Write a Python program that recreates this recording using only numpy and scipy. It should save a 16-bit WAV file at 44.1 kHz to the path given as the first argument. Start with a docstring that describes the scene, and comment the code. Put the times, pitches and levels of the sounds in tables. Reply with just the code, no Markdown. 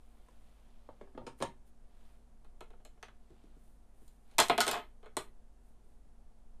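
"""Mains hum, a far fan and a deep rumble fill a small room; hands rub plastic and brush a desk.
A plastic toner cartridge is set down and knocks as it settles (0.3-1.4 s): edge first, then face.
Its loose end cap is picked up (2.4 s), patted by fingertips, and slips from them with a snap (4.4 s).
The cap hits the desk, bounces, rattles to rest (4.7 s) and tips over with one more click (5.2 s).
Two faint finger rubs follow."""
import sys
import numpy as np
from scipy import signal
from scipy.fft import rfft, irfft
from scipy.io import wavfile

SR = 44100
rng = np.random.default_rng(int(sys.argv[2]) if len(sys.argv) > 2 else 0)


def wrap_up_sound(samples):
    """Save the sound to the file named by the first command line argument, as 16-bit audio."""
    columns = np.atleast_2d(samples).T
    # keep every value between -1 and 1, then stretch to whole-number steps
    tamed = np.clip(columns, -1, 1)
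    steps = np.round(tamed * 32767).astype(np.int16)
    wavfile.write(sys.argv[1], SR, steps)


N = 291060


def from_db(db):
    """Decibels to gain."""
    return 10 ** (np.asarray(db) / 20)


def unit(x):
    """Scale to unit energy."""
    return x / np.sqrt(np.sum(x ** 2) + 1e-20)


def at_hz(points, hz):
    """Interpolate a table over log frequency."""
    f, value = np.transpose(points)
    return np.interp(np.log(np.maximum(hz, 1)), np.log(f), value)


def bins_hz(size):
    """Frequencies of the rfft bins."""
    return np.arange(size // 2 + 1) * SR / size


def band(x, low_hz, high_hz, order):
    """Causal band-pass."""
    return signal.sosfilt(signal.butter(order, [low_hz, high_hz], "band", fs=SR, output="sos"), x)


def noise(colour, low_hz):
    """Steady coloured noise, rolled off below low_hz; rms 1."""
    hz = bins_hz(N)
    gain = from_db(at_hz(colour, hz)) * hz ** 2 / (hz ** 2 + low_hz ** 2)
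    return unit(irfft(rfft(rng.standard_normal(N)) * gain, N)) * np.sqrt(N)


# still-air spectrum: f/Hz, relative level/dB
AIR_COLOUR = [(70, -10), (120, -11), (185, -14.5), (232, -13), (285, -18), (400, -18.5), (520, -20),
              (720, -20.5), (1200, -28.5), (2300, -37), (5000, -41), (9500, -39), (12000, -44),
              (14000, -58.5)]
# mains and fan tones: f/Hz, level/dB
HUM_TONES = [(50, -64.5), (232, -76.5), (720, -86)]
def background(air_db=-70.5, rumble_db=-54, waver_rad=0.58):
    """Room air, a very deep rumble and slightly wavering mains and fan tones."""
    t = np.arange(N) / SR
    rumble_colour = [(5, 1), (11, -9), (20, -9), (35, -21), (70, -34.5), (200, -69), (1000, -110)]
    rumble = noise(rumble_colour, low_hz=5)
    hum = 0
    for hz, db in HUM_TONES:
        slow_bins = rfft(rng.standard_normal(N))[:N // 12000]   # below 3.6 Hz
        wander = unit(irfft(slow_bins, N)) * np.sqrt(N)
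        hum = hum + from_db(db) * np.sqrt(2) * np.sin(2 * np.pi * hz * t + waver_rad * wander)
    return from_db(air_db) * noise(AIR_COLOUR, low_hz=35) + from_db(rumble_db) * rumble + hum


def sliding(strokes, colour, low_hz, grain_db):
    """Skin or cloth drags in tiny uneven slips; each stroke has a bell-shaped envelope."""
    t = np.arange(N) / SR
    envelope = sum(from_db(db) * np.exp(-2 * ((t - s) / length_s) ** 2) for s, length_s, db in strokes)
    slips = unit(band(rng.standard_normal(N), 15, 250, order=1)) * np.sqrt(N)
    return envelope * from_db(grain_db * slips) * noise(colour, low_hz)


# strokes on plastic (rubs) and desk (brushes): centre t/s, length/s, level/dB
RUBS = [(0.28, 0.74, -83), (1.402, 0.03, -67), (1.68, 0.03, -75.5), (2.08, 0.17, -81), (3.67, 0.15, -78),
        (4.05, 0.16, -76.5), (4.3, 0.15, -82.5), (5.68, 0.076, -80.5), (5.9, 0.12, -84.5)]
BRUSHES = [(0.52, 1, -76), (2.04, 0.24, -75.5), (3.4, 0.3, -77.5), (4.34, 0.1, -72)]
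# friction spectra: f/Hz, relative level/dB
RUB_COLOUR = [(2000, -2), (5500, -11), (7500, -5.5), (9500, 1), (11500, -8), (14000, -5)]
BRUSH_COLOUR = [(300, 4.5), (700, 8.5), (1800, -2), (3500, -2), (5500, -11), (14000, -19)]
def hands():
    """Fingertips hiss on the plastic; palms and sleeves brush more dully on the desk."""
    rubs = sliding(RUBS, RUB_COLOUR, low_hz=900, grain_db=3)
    brushes = sliding(BRUSHES, BRUSH_COLOUR, low_hz=251.7, grain_db=2.36)
    return rubs + brushes


def dying_noise(t, colour, t60s, swell=1):
    """Coloured noise, each octave decaying at its own rate; t60s: f/Hz, T60/s."""
    hz = bins_hz(len(t))
    octave = np.log2(np.maximum(hz, 1))
    white = rfft(rng.standard_normal(len(t)))
    out = 0
    for centre in np.arange(6, 15):   # 64 Hz to 16 kHz
        part = irfft(white * np.maximum(1 - np.abs(octave - centre), 0), len(t))
        decay = np.exp(-np.log(1000) * t / at_hz(t60s, 2. 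** centre))
        out = out + part * unit(swell * decay)
    fade = np.minimum(2 - 2 * t / t[-1], 1)
    return irfft(rfft(out) * from_db(at_hz(colour, hz)), len(t)) * fade


# reverberation spectrum: f/Hz, relative level/dB
ROOM_COLOUR = [(150, -1), (600, -3), (2500, 0.5), (7000, -1), (14000, -5.5)]
# reverberation time: f/Hz, T60/s
ROOM_T60 = [(150, 0.34), (600, 0.15), (2500, 0.23), (7000, 0.12), (14000, 0.29)]
def room(x, build_s=0.0023, wet_db=-2):
    """Reflections from desk clutter and walls build within milliseconds, different for every spot."""
    t = np.arange(len(x)) / SR
    tail = dying_noise(t, ROOM_COLOUR, ROOM_T60, swell=1 - np.exp(-(t / build_s) ** 2))
    return x + from_db(wet_db) * signal.fftconvolve(x, tail)[:len(x)]


def emphasise(x, hz, boost_db=7, q=5):
    """Lift one resonance above the rest."""
    return x + (from_db(boost_db) - 1) * signal.lfilter(*signal.iirpeak(hz, q, fs=SR), x)


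# bounds of the registers thump, knock, clack, snap, tick: f/Hz
REGISTER_EDGES_HZ = [100, 350, 1450, 3700, 7200, 16000]
def contact(levels_db, main_hz, damping, modes, colour, crack_t60s, ring_db, spread_db, rise_s=0.00045):
    """One touch: a crack of crowded modes plus ringing resonances, levelled per register."""
    t = np.arange(SR // 3) / SR
    hz, width_hz, db = np.transpose(modes)[:, :, None]
    # mode strengths and signs depend on the point struck
    strength = from_db(db + spread_db * rng.standard_normal(db.shape)) * width_hz
    sign = rng.choice([-1, 1], db.shape)
    decay = np.exp(-np.pi * width_hz * damping * t)
    ring = np.sum(sign * strength * np.sin(2 * np.pi * hz * t) * decay, axis=0)
    crack = dying_noise(t, colour, crack_t60s)
    body = unit(crack) + from_db(ring_db) * unit(ring)
    onset = 1 - np.exp(-t / rise_s)   # bending waves spread over the part
    heard = room(emphasise(body * onset, main_hz))
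    registers = zip(levels_db, REGISTER_EDGES_HZ, REGISTER_EDGES_HZ[1:])
    touch = sum(from_db(level) * unit(band(heard, low, high, order=4)) for level, low, high in registers)
    return np.sqrt(0.008 * SR) * touch   # level = energy spread over 8 ms


def struck(touches, damping, **part):
    """Sum a part's touches; damping scales the mode widths, overall or per touch."""
    out = np.zeros(N + SR)
    for (s, *levels_db, main_hz), factor in zip(touches, np.broadcast_to(damping, len(touches))):
        touch = contact(levels_db, main_hz, factor, **part)
        start = round(s * SR)
        out[start:start + len(touch)] += touch
    return out[:N]


def blows(hits, registers, seat_s, pivot_hz=750):
    """Two touches per blow: edge lands, face seats. Hardness and the spot struck tilt the registers."""
    edge_db, seat_db, hardness_share, octave_db = np.transpose(registers)
    touches = []
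    for s, db, hardness_db, main_hz in hits:
        levels_db = db + hardness_share * hardness_db + octave_db * np.log2(main_hz / pivot_hz)
        touches.append((s, *(levels_db + edge_db), main_hz))
        touches.append((s + seat_s, *(levels_db + seat_db), main_hz))
    return touches


# blows on the desk: t/s, relative level/dB, hardness (treble over knock)/dB, main resonance f/Hz
CARTRIDGE_HITS = [(0.284, -66, -18, 990), (0.889, -50.5, -38, 850), (1.011, -48, -20.5, 570),
                  (1.073, -60.5, -43, 555), (1.148, -52.5, -19, 365), (1.176, -41.5, -23, 530),
                  (1.216, -55, -41, 845), (1.228, -56, -48, 266), (1.266, -44, -2.5, 565),
                  (1.2745, -50, -23, 1070), (1.402, -48, -6, 490), (1.409, -39, -22, 440),
                  (1.415, -48, -3, 584), (1.4228, -32, -10.5, 800)]
# thump to tick: edge level/dB, seat level/dB, hardness share, tilt/(dB per octave of main resonance)
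CARTRIDGE_REGISTERS = [(-5.5, -10.5, -0.03, -6.5), (4, -11.5, -0.018, 7), (-2, -12.5, 0.5, 7),
                       (-3.5, -24, 1.09, 11), (-4, -11, 0.94, 24)]
# shell resonances: f/Hz, base width/Hz, relative level/dB
CARTRIDGE_MODES = [(253, 25, 2.5), (385, 25, 3.5), (560, 360, 4), (685, 85, -27), (920, 84, 4),
                   (1080, 66, -37), (1224, 69, -12), (1696, 220, -9), (2100, 220, -7.5), (2730, 95, -9.5),
                   (3190, 180, -9), (4170, 90, -10), (5070, 70, -9), (8200, 73, -3), (8930, 200, -2.5)]
# weak, crowded modes: f/Hz, relative level/dB
CARTRIDGE_COLOUR = [(90, 5), (170, -9.5), (255, 4), (330, -4.5), (540, -1), (780, -3.5), (1100, -6.5),
                    (1500, -16.5), (2200, -15), (3400, -18), (5200, -11), (8500, -20), (14000, -37)]
def cartridge(gain_db=-2):
    """The long hollow shell knocks on the desk, damped by the hand that holds it."""
    touches = blows(CARTRIDGE_HITS, CARTRIDGE_REGISTERS, seat_s=0.002)
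    knocks = struck(touches, damping=0.35, modes=CARTRIDGE_MODES, colour=CARTRIDGE_COLOUR,
                    crack_t60s=[(200, 0.079), (1000, 0.024), (8000, 0.03)], ring_db=-4, spread_db=5.5)
    return from_db(gain_db) * knocks


# handling, drop and tip-over: t/s, relative level/dB, hardness/dB, main resonance f/Hz
CAP_HITS = [(2.446, -67, -12.5, 388), (2.607, -50, -13, 460), (2.704, -63.5, -15, 454),
            (2.733, -67, -40, 433), (2.799, -72.5, -40, 633), (2.85, -58, -3, 606), (2.974, -73, -41, 567),
            (3.0275, -48, -10, 1720), (3.083, -59, -20, 1540), (4.079, -80.5, 13.5, 774),
            (4.312, -75, 3, 880), (4.3826, -27, -2, 850), (4.3885, -22.5, -6, 980),
            (4.3963, -25.5, -10, 930), (4.4008, -27.5, 2.5, 990), (4.4836, -49, 3.5, 600),
            (4.497, -21.5, -20.5, 720), (4.5787, -27, -12, 690), (4.6043, -27.5, -0.5, 1500),
            (4.614, -35.5, 2, 1240), (4.6662, -34.5, -6, 644), (4.6785, -30, -3.5, 660),
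            (4.689, -39, -4, 654), (4.7126, -35.5, -1, 695), (5.029, -60, -23, 402), (5.044, -64, -19, 698),
            (5.059, -54.5, -20.5, 558), (5.1677, -34.5, -3, 343)]
# thump to tick: edge level/dB, seat level/dB, hardness share, tilt/(dB per octave of main resonance)
CAP_REGISTERS = [(-16, -15.5, -0.05, -6), (-3.5, -3.5, -0.11, -2), (-5.5, -7.5, 0.079, 2),
                 (-2.5, -15.5, 0.85, 2), (-2.5, -15, 1.1, -2.5)]
# plate resonances: f/Hz, base width/Hz, relative level/dB
CAP_MODES = [(246, 25, -5), (403, 19, -7), (616, 13, -1), (697, 17, 5), (884.8, 14, 0.5), (1006, 40, -6),
             (1083, 20, -2.5), (1266, 8.7, -0.5), (1446, 30, -10), (2049, 23, -7), (2160, 28, -8.5),
             (2555, 18, -6.5), (3077, 16, -5.5), (3368, 27, -8), (4088, 13, -14), (4160, 38, -9),
             (4500, 35, -19), (5120, 29, -17.5), (5280, 99, -17.5), (5920, 110, -20), (8050, 100, -14),
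             (8690, 200, -18), (9440, 130, -22)]
# weak, crowded modes: f/Hz, relative level/dB
CAP_COLOUR = [(110, -10), (190, -19), (250, -12.5), (300, -18.5), (440, 4.5), (570, -16.5), (700, -2),
              (1100, -6.5), (1700, -10.5), (4100, -13), (4900, -20), (9000, -18), (12000, -22),
              (14000, -28)]
# damping by the fingers, later by the desk: t/s, width factor
CAP_DAMPING = [(4.3, 3.2), (4.4, 1.86), (4.72, 1.1), (4.82, 1.9), (5.2, 2.47)]
def end_cap(gain_db=0.3, pat_damping=5.6):
    """The small stiff plate rings freely once out of the fingers; pats barely ring."""
    hard = np.array(blows([*CAP_HITS, *rattle()], CAP_REGISTERS, seat_s=0.0042))
    soft = pats()
    hard_damping = np.interp(hard[:, 0], *np.transpose(CAP_DAMPING))
    damping = np.r_[hard_damping, np.full(len(soft), pat_damping)]
    clicks = struck([*hard, *soft], damping, modes=CAP_MODES, colour=CAP_COLOUR,
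                    crack_t60s=[(200, 0.068), (1000, 0.027), (8000, 0.0084)], ring_db=-2, spread_db=2.5)
    return from_db(gain_db) * clicks


# fingertip landings: t/s, relative level/dB
PATS = [(3.304, -55.5), (3.438, -57), (3.49, -69), (3.566, -60.5), (4.019, -62)]
def pats(main_hz=310, registers_db=(1, -21, -35, -27, -30)):
    """Soft fingertips on the held cap: single touches, mostly thump."""
    return [(s, *np.add(db, registers_db), main_hz) for s, db in PATS]


def rattle(count=7, start_s=4.731, gap_s=0.011, jitter_s=0.001032, hardness_db=-18, main_hz=880):
    """The cap rocks on its rim in near-even blows that hold their level briefly, then die away."""
    first_db, loss_per_blow_db, hold_blows = -37, 3, 1.4
    k = np.arange(count)
    times_s = start_s + gap_s * k + jitter_s * rng.standard_normal(count)
    levels_db = first_db - loss_per_blow_db * np.maximum(k - hold_blows, 0)
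    return [(s, db, hardness_db, main_hz) for s, db in zip(times_s, levels_db)]


def scene():
    """Mono sum of both parts, hands and background."""
    return (cartridge() + end_cap() + hands() + background())[None, :]


def record(dry, cutoff_hz=14400):
    """Steep elliptic low-pass."""
    return signal.sosfilt(signal.ellip(10, 0.2, 70, cutoff_hz, fs=SR, output="sos"), dry)


dry = scene()
out = record(dry)
wrap_up_sound(out)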